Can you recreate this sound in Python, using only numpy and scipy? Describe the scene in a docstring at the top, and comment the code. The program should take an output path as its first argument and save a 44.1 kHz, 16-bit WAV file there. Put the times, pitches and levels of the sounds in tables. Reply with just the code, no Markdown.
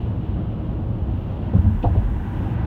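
"""Inside a car at highway speed. Road grain shakes the cabin into a steady rumble under tyre roar, a soft
wind hiss and a thin whine. At 1.4 s the asphalt gives way to a concrete bridge deck, where the tread
starts to hiss and sing. From 1.5 to 2 s front and rear tyres cross two expansion joints: the tread
slaps, the suspension knocks, the steel plates clack and the cabin thumps. The body shudders after them,
and the tyre song swells to the end."""
import sys
import numpy as np
from scipy import signal
from scipy.fft import rfft, irfft
from scipy.io import wavfile

SR = 44100
rng = np.random.default_rng(int(sys.argv[2]) if len(sys.argv) > 2 else 0)


def inscribe(sig):
    """Save sig as 16-bit PCM at rate SR to the path in sys.argv[1].

    A 1-D sig is mono; a 2-D sig holds one channel per row.
    Samples are clipped to [-1, 1] before scaling.
    """
    pcm = np.round(np.clip(np.atleast_2d(sig).T, -1, 1) * 32767)
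    wavfile.write(sys.argv[1], SR, pcm.astype(np.int16))


N = 117306

# faint top hiss: f/Hz, relative level/dB
HISS_SPECTRUM = [(3500, -8), (5500, 2), (9500, -1), (10300, -6), (11500, -1), (15500, -0.5)]
# its fader ride: t/s, level/dB
HISS_RIDE = [(0, -88.5), (1.54, -81), (1.56, -69), (2.54, -67.5), (2.57, -99)]
# fader ride of the thin whine: t/s, level/dB
WHINE_RIDE = [(0, -82), (1.0, -81.5), (1.2, -75), (1.35, -75), (1.4, -88), (1.46, -78), (1.81, -77.5),
              (1.88, -95), (2.3, -79)]
# air rushing past the glass: f/Hz, relative level/dB
WIND_SPECTRUM = [(1000, 3.5), (2200, -4), (2900, 2.5), (3400, -3.5), (4200, -12.5), (5000, -22),
                 (7500, -32.5), (15500, -35)]
# its fader ride: t/s, level/dB
WIND_RIDE = [(0, -52), (.14, -56), (.24, -52.5), (.45, -56), (.8, -58), (1.03, -56), (1.2, -54),
             (1.85, -56.5), (2.66, -54.5)]

# cabin rumble from the road grain: f/Hz, relative level/dB
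RUMBLE_SPECTRUM = [(20, -28.5), (32, -8), (52, -3), (66, 2.5), (80, -6.5), (105, 0), (145, -9.5), (200, -9),
                   (270, -15.5), (330, -16.5), (430, -24), (800, -30.5), (1200, -37.5), (2200, -52.5),
                   (5000, -79)]
# its fader ride as the surface changes: t/s, level/dB
RUMBLE_RIDE = [(0, -27), (.1, -23.5), (.22, -26), (.4, -22.5), (.5, -25.5), (.8, -24), (.9, -25.5),
               (1.2, -25), (1.4, -25.5), (1.7, -27.5), (2.1, -25.5), (2.3, -27), (2.41, -23), (2.66, -25)]
# cabin and tyre-cavity resonances: f/Hz, width/Hz, level against the rumble/dB
BOOM_MODES = [(93.3, 11, -8.5), (114.6, 24, -8.5), (174.1, 11, -14.5), (226, 20, -18), (316, 37, -18)]
# midrange tyre roar: f/Hz, relative level/dB
ROAR_SPECTRUM = [(350, -10.5), (540, 1.5), (780, -3.5), (1000, -8.5), (1400, -21)]
# its fader ride: t/s, level/dB
ROAR_RIDE = [(0, -43.5), (.4, -48.5), (.8, -44.5), (1.2, -45), (1.5, -44), (1.75, -64.5), (2.2, -71.5),
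             (2.66, -40)]
# tread hiss on concrete: f/Hz, relative level/dB
CONCRETE_SPECTRUM = [(300, -11), (680, -16.5), (950, -8), (1050, -12), (1600, -10), (2100, -18.5),
                     (2600, -21), (4500, -41)]
# tread tones on concrete: f/Hz, width/Hz, relative level/dB
SONG_MODES = [(790, 65, -1.5), (908, 140, 0.5), (984, 63, -6), (1520, 160, -7.5), (1959, 38, -11.5)]

# cabin thumps as a wheel lands or rebounds: t/s, f/Hz, level/dB, rise/s
CABIN_THUMPS = [(1.539, 103.5, -7.5, 0.016), (1.58, 82.5, -9, 0.015), (1.639, 89.8, -12.5, 0.012),
                (1.657, 86.2, -6.5, 0.016), (1.698, 90.2, -13.5, 0.02), (1.847, 101.8, -11, 0.023),
                (1.902, 81.6, -12, 0.015), (1.966, 90.3, -8.5, 0.014)]
# air ringing in a jolted tyre: t/s, f/Hz, level/dB, rise/s
TYRE_AIR_RINGS = [(1.54, 181, -13, 0.02), (1.625, 217.2, -21.5, 0.051)]
# the body shuddering on its springs: t/s, f/Hz, level/dB, rise/s
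BODY_SHUDDERS = [(1.726, 39, -18.5, 0.055), (1.855, 42.8, -13.5, 0.0089), (1.956, 47.3, -16, 0.03),
                 (2.015, 46.2, -16, 0.036), (2.131, 38, -19.5, 0.036)]
# clacks of a joint's steel plate: t/s, level before muffling/dB, pitch ratio
PLATE_CLACKS = [(1.5375, -21, .62), (1.8462, -19, 0.84), (1.8505, -12.5, 0.94), (1.8618, -13.5, 0.99),
                (1.9505, -26, 0.87)]
# the plate's ring at pitch ratio 1: f/Hz, level against the clack/dB
PLATE_MODES = [(728, -18), (805, -18.5)]
# ping of the steel edge: f/Hz, width/Hz, relative level/dB
PING_MODES = [(2590, 90, 2), (3020, 120, -5)]
# a tyre hits a joint: t/s, knock level/dB, slap level/dB, slap pitch ratio, slap rise/s, tick level/dB
JOINT_HITS = [(1.531, -28.5, -25.5, .74, 0.0062, -61.5), (1.558, -22.5, -40.5, 1.52, 0.0052, -58.5),
              (1.639, -24, -38.5, 0.88, 0.02, -75.5), (1.8308, -24, -22.5, 1.032, 0.012, -48.5),
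              (1.944, -22, -35.5, 0.925, 0.008, -59), (1.962, -36, -34.5, 0.88, 0.0059, -71)]
# hollow knock of tyre and suspension: f/Hz, width/Hz, relative level/dB
KNOCK_MODES = [(118, 17, -10), (162, 33, 2), (199.3, 6.4, 0), (240, 31, -2), (300, 90, -7)]
# tread slap at pitch ratio 1: f/Hz, width/Hz, relative level/dB
SLAP_MODES = [(292, 50, 1), (462, 60, -2.5), (560, 91, -4.5), (660, 80, -4.5), (725, 45, -2),
              (818, 110, -4), (1090, 290, -11)]
# bright tick just ahead of the slap: f/Hz, relative level/dB
TICK_SPECTRUM = [(1500, -25), (2350, -9), (2650, 5), (3100, 0), (3700, -4.5), (5000, -15.5), (9000, -34.5)]


def undb(db):
    """Decibels to gain."""
    return 10 ** (np.asarray(db) / 20)


def ride(t, points):
    """Gain of a fader moving through (t/s, level/dB) points."""
    return undb(np.interp(t, *np.array(points).T))


def shaped(gain):
    """Noise of rms 1 under a gain that depends on frequency."""
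    f = np.arange(N // 2 + 1) * SR / N + 1e-9
    noise = irfft(rfft(rng.standard_normal(N)) * gain(f), N)
    return noise / np.sqrt(np.mean(noise ** 2))


def coloured(points):
    """Noise EQ'd through (f/Hz, level/dB) points, falling 12 dB an octave beyond both ends."""
    hz, db = np.array(points).T

    def gain(f):
        skirts = np.minimum(f / hz[0], 1) ** 2 * np.minimum(hz[-1] / f, 1) ** 2
        return undb(np.interp(np.log(f), np.log(hz), db)) * skirts
    return shaped(gain)


def ringing(modes, ratio=1):
    """Steep-sided resonances kept ringing by random shaking, transposed by ratio."""
    return shaped(lambda f: sum(undb(db) / np.sqrt(width) / (1 + ((f / ratio - hz) / width * 2) ** 2)
                                for hz, width, db in modes))


def waver(depth_db, rate_hz):
    """Gain that wanders at random by depth_db rms."""
    return undb(depth_db * shaped(lambda f: np.exp(-(f / rate_hz) ** 2)))


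def burst(age, rise_s, decay_s):
    """Straight attack, exponential release."""
    return np.clip(age / rise_s, 0, 1) * np.exp(-np.maximum(age - rise_s, 0) / decay_s)


def swing(age, hz, rise_s):
    """A heavily damped mode that peaks at rise_s and dies away."""
    progress = np.maximum(age, 0) / rise_s
    return (progress * np.exp(1 - progress)) ** 2 * np.sin(2 * np.pi * hz * age)


def sheen(t, whine_hz=14852):
    """A faint top hiss and a thin, wavering whine."""
    hiss = coloured(HISS_SPECTRUM) * ride(t, HISS_RIDE)
    whine = np.sqrt(2) * np.sin(2 * np.pi * whine_hz * t) * ride(t, WHINE_RIDE)
    return hiss + whine * waver(depth_db=1.5, rate_hz=5)


def wind(t):
    """Air rushes past the glass in a soft, unsteady hiss."""
    return coloured(WIND_SPECTRUM) * ride(t, WIND_RIDE) * waver(depth_db=1.1, rate_hz=6.7)


def cabin_rumble(t):
    """The low bed: road grain shakes the cabin and keeps it and the tyre cavities booming."""
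    rumble = coloured(RUMBLE_SPECTRUM)
    booms = sum(undb(db) * ringing([(hz, width, 0)]) for hz, width, db in BOOM_MODES)
    return (rumble + booms) * ride(t, RUMBLE_RIDE)


def tyre_roar(t):
    """Rolling tyres fill the midrange; the roar dips around the joints and comes back."""
    return coloured(ROAR_SPECTRUM) * ride(t, ROAR_RIDE) * waver(depth_db=1, rate_hz=11)


def deck_swell(t, start_s=1.4, fade_s=0.091, swell_db_per_s=5):
    """Gain of the tyre song as the car rolls onto the deck: a quick fade-in, then a wavering swell."""
    age = t - start_s
    return np.clip(age / fade_s, 0, 1) * undb(swell_db_per_s * age) * waver(depth_db=0.5, rate_hz=5.7)


def tyre_song():
    """The tread hisses and sings on concrete."""
    hiss = undb(-52) * coloured(CONCRETE_SPECTRUM)
    tones = undb(-49) * ringing(SONG_MODES)
    return hiss + tones


def body_jolts(t):
    """The weight under the hits: the cabin thumps, the tyre air rings, the sprung body shudders."""
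    jolts = CABIN_THUMPS + TYRE_AIR_RINGS + BODY_SHUDDERS
    return sum(undb(db) * swing(t - start, hz, rise_s) for start, hz, db, rise_s in jolts)


def edge_ping(t, start_s=1.8295):
    """The tread first touches the steel edge: one bright ping ahead of the loudest clack."""
    return undb(-40.5) * ringing(PING_MODES) * burst(t - start_s, rise_s=0.0025, decay_s=0.0059)


def plate_clacks(t, base_hz=690, rise_s=0.0008, floor_cutoff_hz=1080):
    """Steel joint plates clack under the tyres and ring briefly, muffled by the car's floor."""
    clacks = np.zeros(N)
    for start, db, ratio in PLATE_CLACKS:
        age = t - start
        attack = swing(age, base_hz * ratio, rise_s)
        ring = sum(undb(mode_db) * np.sin(2 * np.pi * hz * ratio * age) for hz, mode_db in PLATE_MODES)
        clacks += undb(db) * (attack + ring * burst(age, rise_s, decay_s=0.027))
    return signal.sosfilt(signal.butter(8, floor_cutoff_hz, fs=SR, output="sos"), clacks)


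def joint_hits(t, tick_lead_s=0.0088):
    """Each tyre ticks, slaps the joint with a short chatter and knocks the suspension."""
    hits = np.zeros(N)
    for start, knock_db, slap_db, ratio, rise_s, tick_db in JOINT_HITS:
        age = t - start
        contact = burst(age, rise_s, decay_s=0.024)
        tail = undb(-18) * burst(age, rise_s, decay_s=0.07)
        chatter = waver(depth_db=2, rate_hz=160)
        slap = ringing(SLAP_MODES, ratio) * (contact + tail) * chatter
        knock = ringing(KNOCK_MODES) * burst(age, rise_s=0.009, decay_s=0.049)
        tick = coloured(TICK_SPECTRUM) * burst(age + tick_lead_s, rise_s=0.0083, decay_s=0.031)
        hits += undb(slap_db) * slap + undb(knock_db) * knock + undb(tick_db) * tick
    return hits


def scene():
    """The mono mix from the front seat: the driving bed with the joint crossings on top."""
    t = np.arange(N) / SR
    on_deck = deck_swell(t)
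    road = cabin_rumble(t) + on_deck * tyre_song() + tyre_roar(t)
    air = wind(t) + sheen(t)
    crossings = joint_hits(t) + plate_clacks(t) + edge_ping(t) + body_jolts(t)
    return (road + air + crossings)[None]


def record(dry):
    """Short fades at both ends and a steep high cut."""
    fade_s, high_cut_hz = 0.006, 15760
    t = np.arange(N) / SR
    to_nearest_end = np.minimum(t, t[::-1])
    fade = np.sin(np.pi / 2 * np.minimum(to_nearest_end / fade_s, 1))
    return signal.sosfilt(signal.ellip(10, .1, 80, high_cut_hz, fs=SR, output="sos"), dry * fade)


dry = scene()
out = record(dry)
inscribe(out)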